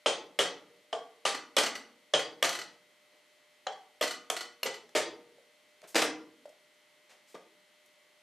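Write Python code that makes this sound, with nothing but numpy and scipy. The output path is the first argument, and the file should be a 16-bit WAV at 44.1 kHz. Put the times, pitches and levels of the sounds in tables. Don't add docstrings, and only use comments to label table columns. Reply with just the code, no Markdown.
import sys
import numpy as np
from scipy import signal
from scipy.fft import rfft, irfft
from scipy.io import wavfile
from scipy.ndimage import uniform_filter1d

SR = 44100
rng = np.random.default_rng(int(sys.argv[2]) if len(sys.argv) > 2 else 0)


def dump(signal):
    limited = np.clip(np.atleast_2d(signal).T, -1, 1)
    pcm = np.round(limited * 32767).astype(np.int16)
    wavfile.write(sys.argv[1], SR, pcm)


N = 362502
T = np.arange(32768) / SR

# (time [s], click [dB], click tilt [dB/octave], low-pass [Hz], punch ring [dB], clack pitch [Hz],
#  clack [dB], frame ring [dB], knock pitch [Hz], knock [dB], bench thump [dB], rattle [dB])
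HAMMER_BLOWS = [ (0.0599, -22.5, -1, 10300, -23, 3150, -34, -47, 548, -31, -33, -28),
                (0.389, -23, 2.5, 11400, -22, 3170, -29, -56, 558, -29, -30, -27),
                (0.9278, -33.5, -1.5, 9000, -37, 3080, -40, -51, 670, -33, -38.5, -47),
                (1.2521, -26, -1.5, 10900, -30, 3130, -37, -35, 778, -31.5, -35, -26.5),
                (1.5660, -20, 1.5, 11200, -21.5, 3330, -31, -35, 546, -32, -33.5, -24.5),
                (2.1364, -25, -0.5, 9200, -21, 3420, -28.5, -45, 585, -26.5, -30, -27.5),
                (2.4256, -21.5, 0.5, 12380, -31.5, 3350, -27, -33, 688, -37.5, -37.5, -28),
                (3.6672, -31, 1.5, 7000, -37.5, 4040, -40.5, -55, 745, -35, -44.5, -47),
                (4.0109, -28.5, -0.5, 13100, -34, 3310, -39, -44, 692, -41, -35.5, -33),
                (4.3000, -22, 3.5, 11600, -40, 3170, -33.5, -47, 714, -42, -39, -40),
                (4.6310, -25, 2.5, 13200, -51, 4260, -39, -62, 510, -64, -48.5, -44),
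                (4.6547, -42, -0.5, 9100, -45, 2510, -53, -56, 455, -40.5, -43.5, -39.5),
                (4.9506, -29.5, 0, 12500, -32, 3100, -49, -53, 597, -28.5, -28.5, -26.5)]
def hammer_blows():
    contact, clacks, body = np.zeros((3, N))
    for (s, click_db, click_tilt_db, cutoff_hz, punch_db, clack_hz, clack_db,
         frame_db, knock_hz, knock_db, bench_db, rattle_db) in HAMMER_BLOWS:
        thump_tilt_db = 22 * np.log2(knock_hz / 610)
        swell_s = 0.011 * amp(rattle_db + 26) ** 0.27
        add(contact, s, amp(click_db) * low_pass(click(click_tilt_db), cutoff_hz))
        add(clacks, s + 0.0025, amp(clack_db) * clack(clack_hz))
        add(contact, s + 0.0021, amp(punch_db) * punch_ring())
        add(body, s + 0.0012, amp(frame_db) * knock(hz=1194.5, t60=0.063))
        add(body, s + 0.001, amp(bench_db) * bench_thump(thump_tilt_db))
        add(body, s + 0.0015, amp(knock_db) * knock(knock_hz, t60=0.032))
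        add(body, s + 0.0024, amp(rattle_db) * low_pass(rattle(swell_s, per_s=3000), cutoff_hz))
    return contact, clacks, body


# (frequency [Hz], level [dB])
CLICK_EQ = [(30, -39), (100, -16.5), (250, -3.5), (600, 10.5), (1500, 6), (2500, 8), (4000, 0.5),
            (7000, -3), (10000, -9.5), (14500, -1)]
def click(tilt_db):
    return crack(CLICK_EQ, decay_s=0.0008, tilt_db=tilt_db)


# (frequency [Hz], level [dB], t60 [s])
PUNCH_MODES = [(2944, -5.5, 0.04), (3134, -20, 0.027), (3100, -8.5, 0.097), (3162, -2.5, 0.073),
               (3272, -3.5, 0.036), (3392, -5.5, 0.037), (3930, -6, 0.011)]
def punch_ring():
    return ring(PUNCH_MODES, rise_s=0.0008)


def clack(hz, t60=0.022):
    return knock(hz, t60) + amp(-10) * knock(hz * 1.68, t60 / 2)


# (frequency [Hz], level [dB], t60 [s])
BENCH_MODES = [(197, -20, 0.038), (258.6, -22, 0.12), (307, -17, 0.0648), (407, -8.5, 0.18),
               (439.4, 1, 0.1), (458, -8.5, 0.1), (476.2, -25, 1.0), (548, 15.5, 0.02), (613, -7, 0.088),
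               (631, 8.5, 0.046), (757, 4, 0.047), (914.6, -9.5, 0.21), (934, -18.5, 0.024),
               (1138, 0, 0.037), (1340, -2.5, 0.014)]
# (frequency [Hz], level [dB])
THUMP_EQ = [(30, -54), (80, -30.5), (140, -4.5), (250, -2.5), (500, 16), (800, -0.5), (1200, 9),
            (1700, -14), (3000, -30.5), (8000, -75.5)]
def bench_thump(tilt_db):
    modes = ring(BENCH_MODES, rise_s=0.0027, tilt_db=tilt_db)
    push = crack(THUMP_EQ, decay_s=0.0073, tilt_db=tilt_db)
    return amp(-1) * modes + amp(-3) * push


# (frequency [Hz], level [dB])
CLATTER_EQ = [(30, 3.5), (80, -17), (160, -4), (300, 4), (600, 10.5), (1100, 5.5), (1600, 7.5), (2200, 7),
              (4000, 4.5), (6300, 1.5), (9000, -3.5), (11500, -11), (14500, -14.5)]
def rattle(swell_s, per_s, tilt_db=0, spread_db=3):
    age = T / swell_s
    size_db = spread_db * np.minimum(rng.exponential(1, len(T)), np.pi)
    polarity = rng.choice([-1, 1], len(T))
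    clicks = amp(size_db) * polarity * (rng.random(len(T)) < per_s / SR)
    return burst(colour(clicks * age * np.exp(-age), CLATTER_EQ, tilt_db))


# (time [s], level [dB], tilt [dB/octave])
PART_LANDINGS = [ (0.4540, -37.5, -2.5), (1.314, -53, 3), (1.3459, -37.5, -1), (1.3752, -53, -2),
                 (1.5833, -25, 0.5), (1.6340, -28.5, -1), (1.6620, -32.5, 0), (1.7526, -39, -0.5),
                 (2.193, -36.5, -0.5), (2.4442, -26.5, 0), (2.4902, -33, 2), (2.5280, -38, 1),
                 (2.5510, -39, 1.5), (2.5879, -39.5, 0.5), (2.6140, -45, 0.5), (3.7210, -60, -7),
                 (4.0255, -30, 0), (4.0343, -31.5, -0.5), (4.075, -38.5, 2.5), (4.108, -38.5, 2),
                 (4.1380, -51, -0.5), (4.3390, -55, 3), (4.3646, -36, 1.5), (4.4070, -38.5, 0.5),
                 (4.4510, -53, -5), (4.6598, -37, -0.5), (4.6660, -36, -3.5), (4.7112, -55, -1),
                 (4.7407, -48, 2)]
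# (frequency [Hz], level [dB], t60 [s])
PART_MODES = [(1292, -3, 0.041), (1440, -3, 0.057), (1980, 5.5, 0.047), (1975, -2, 0.04),
              (2995, 0.5, 0.058), (4040, -18, 0.28), (4264, 3, 0.043), (4540, -6.5, 0.105),
              (5070, -7, 0.056), (5916, -8, 0.04), (6000, -0.5, 0.037), (7400, -8, 0.08), (8370, -15, 0.14),
              (9400, -18.5, 0.041)]
def loose_parts():
    out = np.zeros(N)
    for s, db, tilt_db in PART_LANDINGS:
        ring_db = -35.5 + 0.65 * (db + 35)
        add(out, s, amp(db) * rattle(swell_s=0.0053, per_s=5000, tilt_db=tilt_db, spread_db=0.5))
        add(out, s + 0.000978, amp(db - 6) * crack(CLATTER_EQ, decay_s=0.00048, tilt_db=tilt_db))
        add(out, s, amp(ring_db) * ring(PART_MODES, rise_s=0.0015))
    return out


# (time [s], level [dB], swell [s])
HAMMER_LANDINGS = [(5.945, -36.5, 0.0028), (5.9540, -22.5, 0.0058), (5.9760, -28, 0.012),
                   (6.0180, -27, 0.0047), (6.037, -37, 0.0037)]
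def hammer_put_down():
    out = np.zeros(N)
    for s, db, swell_s in HAMMER_LANDINGS:
        add(out, s, amp(db) * rattle(swell_s, per_s=4600, tilt_db=-0.4))
        add(out, s + 0.001, amp(db - 11.5) * bench_thump(tilt_db=4.5))
        add(out, s + 0.001, amp(db - 9.5) * knock(hz=303, t60=0.055))
    return out


# (time [s], level [dB], swell [s], tilt [dB/octave])
MAT_RUBS = [(3.118, -72, 0.018, -4), (4.891, -71, 0.0018, 0), (5.817, -69, .0012, 1),
            (5.836, -60.5, 0.0074, -3.5), (5.8723, -58.5, 0.015, 9), (6.490, -74, 0.0035, 5),
            (7.091, -63, 0.016, 0), (7.27, -66.5, .028, 5), (7.343, -54, 0.008, -4),
            (7.858, -75, 0.0038, 9)]
# (time [s], level [dB], pitch [Hz])
MAT_KNOCKS = [(5.3835, -67, 553), (5.8290, -64, 576), (5.8335, -62, 574), (6.4555, -54, 589),
              (7.344, -55.5, 422), (7.349, -65, 309), (7.3528, -61, 1200)]
def handling():
    out = np.zeros(N)
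    for s, db, swell_s, tilt_db in MAT_RUBS:
        add(out, s, amp(db) * rattle(swell_s, per_s=5900, tilt_db=tilt_db, spread_db=-1.5))
    for s, db, hz in MAT_KNOCKS:
        grit = amp(-17) * rattle(swell_s=0.0033, per_s=4900)
        add(out, s, amp(db) * (knock(hz, t60=0.042) + grit))
    return out


def near_reflections(x, decay_s=0.0014, per_s=2500):
    taps = rng.choice([-1., 1.], len(T)) * (rng.random(len(T)) < per_s / SR)
    taps *= np.exp(-T / decay_s) * (T > 0.001)
    return signal.fftconvolve(x, taps / np.linalg.norm(taps))[:N]


# (frequency [Hz], t60 [s])
ROOM_DECAY = [(120, 1), (320, 0.74), (520, 0.22), (840, 0.49), (2200, 0.35), (5800, 0.324), (9000, 0.21),
              (14000, 0.064)]
def echo_tail(predelay_s, build_s, per_s=5000):
    taps = rng.standard_normal(len(T)) * (rng.random(len(T)) < per_s / SR)
    hz, t, bands = signal.stft(taps, SR, nperseg=256)
    t60 = read(ROOM_DECAY, hz)[:, None]
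    bands = bands * np.exp(-np.log(1000) * t / t60) / np.sqrt(t60)
    tail = signal.istft(bands, SR, nperseg=256)[1][:len(T)]
    swell = 1 - np.exp(-np.maximum(T - predelay_s, 0) / build_s)
    spectrum = rfft(tail * swell)
    spectrum /= np.sqrt(uniform_filter1d(abs(spectrum) ** 2, size=35) + 1e-20)
    tail = irfft(spectrum) * (T > predelay_s) * (T < 0.8 * T[-1])
    return tail / np.linalg.norm(tail)


# (frequency [Hz], level [dB])
ROOM_RESONANCES = [(300, -12), (441, -12), (474, -6), (603, -9), (678, -13), (754, -12)]
def standing_waves(tail, width_hz=20):
    return tail + sum(amp(db) * signal.lfilter(*signal.iirpeak(hz, hz / width_hz, fs=SR), tail)
                      for hz, db in ROOM_RESONANCES)


def room(x, predelay_s, build_s, crossfade_hz=0.4):
    turns = crossfade_hz * np.arange(N) / SR
    fades = np.maximum(np.cos(2 * np.pi * (turns - np.arange(3)[:, None] / 3)), 0)
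    fades /= np.linalg.norm(fades, axis=0)
    return sum(signal.fftconvolve(x * fade, standing_waves(echo_tail(predelay_s, build_s)))[:N]
               for fade in fades)


# (frequency [Hz], gain [dB])
SIDE_EQ = [(40, 3), (125, -9), (300, -19.5), (600, -18.5), (1200, -14), (2800, -13.5), (5500, -10),
           (9000, -7), (13000, 1)]
def stereo_spread(x):
    reflections = signal.fftconvolve(x, echo_tail(predelay_s=0.00017, build_s=0.0005))[:N]
    return colour(reflections, SIDE_EQ)


# (frequency [Hz], level [dB])
AIR_EQ = [(15, -66), (25, -33.5), (368, -11.5), (534, -14), (594, -8), (661, -14), (1680, -14.5),
          (2080, -14.5), (2860, -15), (3180, -16.5), (3730, -14), (4260, -17), (4740, -18.5), (10800, -25),
          (14500, -32)]
def room_air():
    mid, side = (colour(rng.standard_normal(N), AIR_EQ) for _ in range(2))
    gain = amp(-68.5) / mid.std()
    return gain * mid, gain * amp(-6.5) * side


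# (harmonic [multiple of twice the mains frequency], level [dB])
LAMP_HARMONICS = [(5, -73.5), (15, -88), (16, -79.5), (17, -76), (18, -81), (19, -82), (21, -87.5),
                  (22, -84.5), (24, -84), (25, -86), (26, -82), (27, -81.5), (29, -88), (35, -85),
                  (37, -86.5)]
def lamp_buzz(mains_hz=60.02):
    turns = 2 * mains_hz * np.arange(N) / SR
    return np.sqrt(2) * sum(amp(db) * np.sin(2 * np.pi * (k * turns + rng.random()))
                            for k, db in LAMP_HARMONICS)


def ring(modes, rise_s, tilt_db=0, scatter_db=1):
    hz, db, t60 = np.transpose(modes)[:, :, None]
    db = db + tilt_db * np.log2(hz / hz.mean()) + scatter_db * rng.standard_normal(hz.shape)
    waves = np.sin(2 * np.pi * (hz * T + rng.random(hz.shape)))
    envelopes = amp(db) / hz * np.exp(-np.log(1000) * T / t60)
    speed = (waves * envelopes).sum(0) * (1 - np.exp(-T / rise_s)) ** 2
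    return burst(np.gradient(speed))


def knock(hz, t60):
    speed = np.sin(2 * np.pi * hz * T) * np.exp(-np.log(1000) * T / t60) * (1 - np.exp(-2 * hz * T))
    return burst(np.gradient(speed))


def crack(eq, decay_s, tilt_db):
    noise = rng.choice([-1., 1.], len(T)) * np.sqrt(T) * np.exp(-T / decay_s)
    return burst(colour(noise, eq, tilt_db))


def low_pass(x, cutoff_hz):
    return signal.sosfilt(signal.butter(8, cutoff_hz, fs=SR, output="sos"), x)


def colour(x, eq, tilt_db=0, size=4096):
    hz = abs(np.fft.fftfreq(size, 1 / SR))
    octaves = np.log2(np.maximum(hz, 250) / 1000)
    log_gain = np.log(amp(read(eq, hz) + tilt_db * octaves))
    taps = np.fft.ifft(np.exp(np.conj(signal.hilbert(log_gain)))).real[:size // 2]
    return signal.oaconvolve(x, taps)[:len(x)]


def read(curve, hz):
    point_hz, value = np.transpose(curve)
    return np.interp(np.log(hz + 1), np.log(point_hz), value)


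def amp(db):
    return 10 ** (np.asarray(db) / 20)


def burst(x):
    return x * np.sqrt(SR / 50 / (np.sum(x ** 2) + 1e-20))


def add(mix, s, sound):
    part = mix[round(s * SR):][:len(sound)]
    part += sound[:len(part)]


def scene():
    contact, clacks, body = hammer_blows()
    body += hammer_put_down()
    parts, touches = loose_parts(), handling()
    direct = (amp(-9) * contact + amp(-8) * near_reflections(contact) + amp(-2.5) * clacks
              + amp(-1.5) * body + amp(-4.5) * parts + amp(6) * touches)
    send = (amp(-11.3) * contact + amp(-18) * clacks
            + amp(-3) * body + amp(-9) * parts + amp(1.5) * touches)
    air_mid, air_side = room_air()
    mid = direct + air_mid + lamp_buzz() + room(send, predelay_s=0.0065, build_s=0.0023)
    side = stereo_spread(send + amp(-13) * contact) + air_side
    return np.array([mid + side, mid - side])


# (frequency [Hz], left minus right [dB])
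MIC_BALANCE = [(100, -0.5), (600, 0.5), (1200, -0.6), (5000, 1), (9000, 0.5), (13000, -2.5)]
def record(dry, low_cut_hz=118, high_cut_hz=14700):
    half_db = read(MIC_BALANCE, np.fft.rfftfreq(N, 1 / SR)) / 2
    heard = irfft(rfft(dry) * amp([half_db, -half_db]), N)
    low_cut = signal.butter(3, low_cut_hz, "high", fs=SR, output="sos")
    heard = signal.sosfilt(low_cut, heard) + amp(-39) * heard
    high_cut = signal.firwin(401, high_cut_hz, window=("kaiser", 9), fs=SR)
    return signal.oaconvolve(heard, high_cut[None], "same")


dry = scene()
out = record(dry)
dump(out)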